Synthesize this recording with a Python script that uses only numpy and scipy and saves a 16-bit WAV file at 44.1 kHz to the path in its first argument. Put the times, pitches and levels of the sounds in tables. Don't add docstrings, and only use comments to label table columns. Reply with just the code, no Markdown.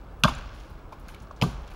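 import sys
import numpy as np
from scipy import signal
from scipy.io import wavfile

SR = 44100
rng = np.random.default_rng(int(sys.argv[2]) if len(sys.argv) > 2 else 0)


def convert_level_to_amplitude(level_db):
    exponent = np.asarray(level_db, float) / 20
    return 10 ** exponent


def to_wav(sig):
    pcm = np.clip(np.atleast_2d(sig), -1, 1) * 32767
    pcm = np.round(pcm).astype(np.int16)
    wavfile.write(sys.argv[1], SR, pcm.T)


N = 77175


def rms_one(x):
    return x / np.sqrt(np.mean(x ** 2) + 1e-20)


def in_time(rows):
    return np.interp(np.arange(N) / SR, *np.transpose(rows))


def at_hz(points, hz):
    freq_hz, value = np.transpose(points)
    return np.interp(np.log(hz), np.log(freq_hz), value)


def fade(t60, size):
    return convert_level_to_amplitude(-60 * np.arange(size) / SR / max(t60, .003))


def add(out, s, x):
    i = int(s * SR)
    out[i:i + len(x)] += x[:N - i]


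def bandpass(x, low_hz, high_hz):
    return signal.sosfilt(signal.butter(2, [low_hz, high_hz], "band", fs=SR, output="sos"), x)


def drift(rate):
    stride = 40
    pole = np.exp(-2 * stride * np.pi * rate / SR)
    noise = rng.standard_normal(N // stride + 2002)
    slow = signal.lfilter([1], [1, -2 * pole, pole * pole], noise)[2000:]
    return np.interp(np.arange(N) / stride, np.arange(len(slow)), rms_one(slow))


def bands(x, low_hz, high_hz):
    edges = low_hz * 2 ** np.arange(0, np.log2(high_hz / low_hz) + 1 / 3, 1 / 3)
    for k, (low, high) in enumerate(zip(edges, edges[1:])):
        yield np.sqrt(low * high), bandpass(x[k % 2], low, high)


def coloured(x, spectrum, patchy_db, rate):
    together = drift(rate)
    out = np.zeros(N)
    for hz, band in bands(x, spectrum[0][0], min(spectrum[-1][0], 16000)):
        flicker_db = patchy_db * (together + drift(rate))
        out += convert_level_to_amplitude(at_hz(spectrum, hz) + flicker_db) * band[-N:]
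    return rms_one(out)


def far_hum():
    # freq_hz, density_db [dB per Hz]
    hum_spectrum = [(110, 2.5), (250, -4.5), (600, -8), (1300, -10), (1900, -20), (4000, -39), (8000, -39),
                    (15500, -46)]
    noise = rng.standard_normal((2, N + SR))
    return convert_level_to_amplitude(-49.5) * coloured(noise, hum_spectrum, patchy_db=.4, rate=6)


def wind():
    # time_s, level_db
    gust_level = [
        (0, -48.5),
        (.15, -41.5),
        (.33, -36.5),
        (.6, -44),
        (.75, -45.5),
        (1.0, -41.5),
        (1.35, -46.5),
        (1.6, -39),
        (1.75, -40.5),
    ]
    # freq_hz, density_db [dB per Hz]
    gust_spectrum = [(22, -14.5), (45, 0), (70, -11), (110, -18), (200, -91)]
    noise = rng.standard_normal((2, N + SR))
    return convert_level_to_amplitude(in_time(gust_level)) * coloured(noise, gust_spectrum, patchy_db=1.2, rate=16)


def rustle():
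    # time_s, level_db
    stir_level = [(0, -63.5), (.23, -69), (.33, -46), (.5, -53.5), (.6, -55.5), (.75, -61.5), (.88, -67),
                  (1.0, -61.5), (1.15, -56.5), (1.3, -66.5), (1.41, -63.5), (1.52, -55.5), (1.65, -58),
                  (1.75, -56)]
    # freq_hz, density_db [dB per Hz]
    leaf_spectrum = [(700, -56), (1500, 6.5), (3000, -0.5), (5000, -7.5), (7500, -19), (11000, -33),
                     (15500, -38.5)]
    clicks_per_s, grain_db, hiss = 2000, 3.5, 0.16
    sizes = convert_level_to_amplitude(grain_db * np.minimum(rng.exponential(1, (2, N)), 5))
    sizes = sizes * rng.choice([-1, 1], (2, N))
    clicks = rms_one(sizes * (rng.random((2, N)) < clicks_per_s / SR))
    grains = clicks + hiss * rng.standard_normal((2, N))
    return convert_level_to_amplitude(in_time(stir_level)) * coloured(grains, leaf_spectrum, patchy_db=.6, rate=8)


def chips_in_leaves():
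    # start_s, level_db, centre_hz, t60_s
    landings = [(0.195, -65, 11100, 0.13), (0.285, -40, 8000, 0.0292), (.3505, -48, 6500, 0.012),
                (.384, -44.5, 5700, 0.0104), (.433, -71.5, 3079, 0.052), (0.544, -64.5, 7414, 0.81),
                (.598, -56.5, 4950, 0.115), (.700, -65, 11060, 0.135), (.924, -54, 3500, 0.092),
                (0.924, -63, 9850, 0.0965), (.996, -63.5, 10400, 0.16), (1.064, -66.5, 4040, 0.048),
                (1.0839, -47.5, 5000, 0.015), (1.0831, -49, 12100, 0.0102), (1.089, -55.5, 8300, 0.221),
                (1.088, -47, 2210, 0.085), (1.139, -53.5, 3830, 0.0134), (1.146, -45.5, 2790, 0.0316),
                (1.1467, -49.5, 9500, 0.0152), (1.201, -56.5, 5400, 0.051), (1.22, -56.5, 6700, 0.093),
                (1.271, -57, 3500, 0.0275), (1.311, -52.5, 3690, 0.049), (1.362, -59.5, 5400, 0.123),
                (1.43, -41.5, 8900, 0.063), (1.512, -59.5, 10800, 0.027), (1.619, -58, 8900, 0.0142),
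                (1.676, -49, 5350, 0.0277), (1.703, -63, 8550, 0.214), (1.736, -61.5, 9000, 0.074)]
    out = np.zeros(N)
    for s, db, hz, t60 in landings:
        grit = rng.standard_normal(9000) * convert_level_to_amplitude(3 * rng.standard_normal(9000))
        burst = rms_one(bandpass(grit, hz / 1.8, min(hz * 1.45, 16000)))
        add(out, s, convert_level_to_amplitude(db) * burst * fade(t60, size=9000))
    return out


def trees(blows):
    # freq_hz, t60_s
    decay_time = [(100, 0.5), (300, 0.5477), (1000, 1.1044), (3000, 0.5715), (8000, 0.4449),
                  (15000, 0.2135)]
    # freq_hz, level_db
    scatter_spectrum = [(100, 7), (200, 11), (400, -2.5), (1200, -4), (2200, -13), (3200, -10), (7000, -13),
                        (15000, -24)]
    # start_s, level_db
    scattered_blows = [
        (.238, -39),
        (0.278, -53.5),
        (1.420, -40),
    ]
    delay_s, rise_s = .012, .008
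    t = np.arange(SR) / SR

    def tail(spectrum):
        dying = np.zeros(SR)
        for hz, band in bands(rng.standard_normal((2, SR)), 77.27, 15000):
            dying += convert_level_to_amplitude(at_hz(spectrum, hz)) * band * fade(at_hz(decay_time, hz), size=SR)
        return dying * np.clip((t - delay_s) / rise_s, 0, 1)

    nearly_flat = [(100, 0), (15000, 0.0067)]
    out = convert_level_to_amplitude(-52) * signal.fftconvolve(blows, tail(nearly_flat))[:N]
    for s, db in scattered_blows:
        scatter = tail(scatter_spectrum)
        add(out, s - delay_s, convert_level_to_amplitude(db) * scatter / np.std(scatter[:SR // 10]))
    return out


def swell(hz, t60, rise, blur=1):
    t = np.arange(SR // 2) / SR
    turn = 2 * np.pi * hz * t
    neighbours = 0.337 * np.sin(turn * 1.3) + 0.18 * np.sin(turn * 0.8428)
    build = (1 - np.exp(-t * hz / rise)) ** 2
    return (np.sin(turn) + blur * neighbours) * build * fade(t60, size=len(t))


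def struck_modes(rows, gain_db, rise, blur=1):
    out = np.zeros(N)
    for s, db, hz, t60 in rows:
        add(out, s, convert_level_to_amplitude(db + gain_db) * swell(hz, t60, rise, blur))
    return out


def chip_taps():
    # start_s, level_db, pitch_hz, t60_s
    tap_modes = [(0.3505, -44, 7100, .012), (0.351, -46, 7600, .01), (.9205, -33, 891, 0.028),
                 (.923, -33, 620, 0.026), (.9265, -35, 1043, 0.025), (.929, -46, 2400, .015),
                 (1.084, -43, 4300, .008), (1.0842, -44, 6600, .006), (1.087, -42, 1524, 0.025),
                 (1.089, -47, 2150, .02), (1.144, -42, 2277, 0.017), (1.147, -46, 1800, .015),
                 (1.163, -48, 2230, 0.016), (1.270, -47, 1132, 0.034), (1.3085, -26, 1098, 0.015),
                 (1.311, -24.5, 620, 0.013)]
    return struck_modes(tap_modes, gain_db=8, rise=2.0)


def trunk_thuds():
    # start_s, push [signed amplitude], pitch_hz, t60_s
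    jolts = [(0.237, 0.185, 170.4, 0.1143), (0.2426, 0.088, 215.5, 0.077), (.2500, 0.998, 158.3, 0.0254),
             (0.255, 0.0775, 59.5, 0.194), (.268, 0.0097, 107.8, 0.747), (0.285, 0.0288, 248.1, 0.156),
             (0.31, 0.0175, 140, 0.177), (0.334, 0.011, 167.3, 0.107), (1.4188, 0.261, 115.6, 0.0538),
             (1.4250, -0.577, 172.4, 0.0302), (1.437, 0.397, 157.3, 0.0512), (1.4456, 0.056, 185, 0.153),
             (1.448, 0.0348, 124.1, 0.275), (1.45, 0.0165, 284.8, 0.1337), (1.431, 0.0246, 53.8, 1)]
    out = np.zeros(N)
    for s, push, hz, t60 in jolts:
        add(out, s, 1.291 * push * swell(hz, t60, rise=0.505))
    return out


def wood_knocks():
    # start_s, level_db, pitch_hz, t60_s
    knock_modes = [(.2365, -21, 915, 0.033), (.2418, -10, 1004, 0.0169), (.2425, -8.5, 1195, 0.0193),
                   (.2450, -36, 405, 0.0616), (0.2458, -15, 1109, 0.019), (.2485, -30, 1075, 0.0835),
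                   (.2495, -12, 619.3, 0.0341), (0.251, -15.5, 1245, 0.0212), (.2540, -33, 825, 0.03),
                   (0.2551, -24.5, 956.2, 0.0476), (.2600, -30, 1397, .04), (.2803, -8.5, 1165, 0.01346),
                   (0.2802, -32.5, 1376, 0.0474), (.2830, -25, 683, 0.028), (0.2849, -26.5, 1059, 0.037),
                   (0.2884, -23, 921.4, 0.0192), (0.298, -36, 1385, 0.039), (.305, -34, 802.6, 0.04),
                   (0.314, -41.5, 1148, 0.0482), (1.4130, -17.5, 549.7, 0.0212),
                   (1.4215, -6.5, 878, 0.01054), (1.4230, -17.5, 454.4, 0.0303), (1.4255, -24, 657, 0.028),
                   (1.429, -25.5, 1011, 0.033), (1.4335, -20, 1148, 0.0239), (1.434, -29.5, 710, 0.0446),
                   (1.440, -27, 330.4, 0.0606), (1.444, -39.5, 1200, 0.0806), (1.454, -32, 404, 0.0714)]
    return struck_modes(knock_modes, gain_db=8, rise=2.0)


def blade_snaps():
    # start_s, level_db, pitch_hz, t60_s
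    snap_modes = [(.2358, 0, 2662, 0.00772), (.2360, -8.5, 2946, 0.0078), (.2361, -7, 1423, 0.0136),
                  (.2362, -14, 3457, 0.0095), (.2363, -6.5, 3845, 0.0057), (.2364, -18.5, 4696, 0.0074),
                  (.2365, -26.5, 10620, 0.006), (.2368, -8.5, 6270, 0.00477), (0.2361, -27.5, 8430, 0.011),
                  (.2380, -29, 4138, 0.038), (.2400, -30, 4576, 0.0123), (.2410, -17.5, 3445, 0.0135),
                  (.2440, -17, 1580, 0.0397), (.2450, -24, 2870, 0.0125), (0.2509, -17, 3475, 0.0084),
                  (.2510, -39, 5500, 0.012), (.2740, -31, 3500, .03), (0.2785, -21, 2191, 0.011),
                  (.2800, -29.5, 2894, 0.0164), (0.2856, -42, 6840, 0.0078), (0.29, -35.5, 2660, 0.0099),
                  (.308, -35.5, 3412, 0.0188), (1.4136, -22, 2948, 0.0154), (1.4136, -25, 2324, 0.0148),
                  (1.4140, -36, 4580, 0.0063), (1.4155, -26.5, 2870, .008), (1.4216, -15, 2646, 0.01255),
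                  (1.4219, -21, 3250, 0.011), (1.4220, -21.5, 1965, 0.0152), (1.4221, -31, 5888, .006),
                  (1.4222, -21.5, 4913, 0.0078), (1.426, -23, 3054, 0.0087), (1.4375, -38.5, 3715, 0.011),
                  (1.477, -40, 4355, 0.0097)]
    return struck_modes(snap_modes, gain_db=6, rise=2.2, blur=0)


def resonate(x, hz, t60):
    r, w = convert_level_to_amplitude(-60 / (t60 * SR)), 2 * np.pi * hz / SR
    gain = np.sqrt(1 - r * r)
    return signal.lfilter([gain, 0, -gain], [1, -2 * r * np.cos(w), r * r], x)


def edge_cracks():
    # start_s, level_db, t60_s
    fractures = [(.2360, -7.5, 0.00685), (0.2373, -26.5, 0.081), (0.2495, -32.5, 0.0155),
                 (.2745, -37.5, 0.034), (0.2845, -33, 0.017), (0.291, -40, 0.088), (1.4137, -25.5, 0.0151),
                 (1.4195, -32.5, 0.011), (1.4211, -23, 0.0149), (1.424, -32.5, 0.027),
                 (1.437, -42.5, 0.086)]
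    # pitch_hz, level_db, t60_s
    blade_modes = [(2620, 1.5, 0.00154), (3270, -5.5, 0.00216), (3500, -17, 0.036), (4220, -11.5, 0.06),
                   (4789, -6.5, 0.014), (6514, -10.5, 0.0086)]
    burst, dull = np.full(N, 1e-18), np.full(N, 1e-18)
    onset = np.minimum(np.arange(8000) / 50, 1) ** 1.5
    for s, db, t60 in fractures:
        noise = convert_level_to_amplitude(db) * rng.standard_normal((2, 8000)) * onset
        add(burst, s, noise[0] * fade(t60, size=8000))
        add(dull, s, noise[1] * fade(t60 * 2.3, size=8000))
    out = 0.12 * bandpass(burst, 2200, 6000) + 0.049 * burst
    out += bandpass(dull, 357, 1700)
    for hz, db, t60 in blade_modes:
        out += convert_level_to_amplitude(db + 2.5) * resonate(burst, hz, t60) / 2
    return out


def scene():
    crack_softening = signal.butter(1, 6500, fs=SR)
    blows = signal.lfilter(*crack_softening, edge_cracks())
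    blows += wood_knocks() + chip_taps() + blade_snaps() + trunk_thuds()
    background = far_hum() + wind() + rustle()
    return (background + chips_in_leaves() + trees(blows) + blows)[None]


def low_pass(x):
    return signal.sosfilt(signal.butter(12, 16660, fs=SR, output="sos"), x)


def record(dry):
    x = dry
    # notch_hz, width_hz, depth
    for hz, width, depth in [(8050, 1300, .85), (1900, 500, .55)]:
        x = x - depth * signal.lfilter(*signal.iirpeak(hz, hz / width, fs=SR), x)
    x = x / (1 + (x / .68) ** 4) ** .25
    whine_hz = 15734
    turn = 2 * np.pi * whine_hz * np.arange(N) / SR
    fuzz = signal.lfilter(*signal.iirpeak(whine_hz - 60, 60, fs=SR), rng.standard_normal(N))
    x = x + convert_level_to_amplitude(-77 + 2 * drift(8)) * np.sin(turn)
    x = x + convert_level_to_amplitude(-84) * np.sin(turn / 2) + convert_level_to_amplitude(-81) * rms_one(fuzz)
    x = signal.sosfilt(signal.cheby2(14, 32, 16000, fs=SR, output="sos"), x)
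    return low_pass(x)


dry = scene()
out = record(dry)
to_wav(out)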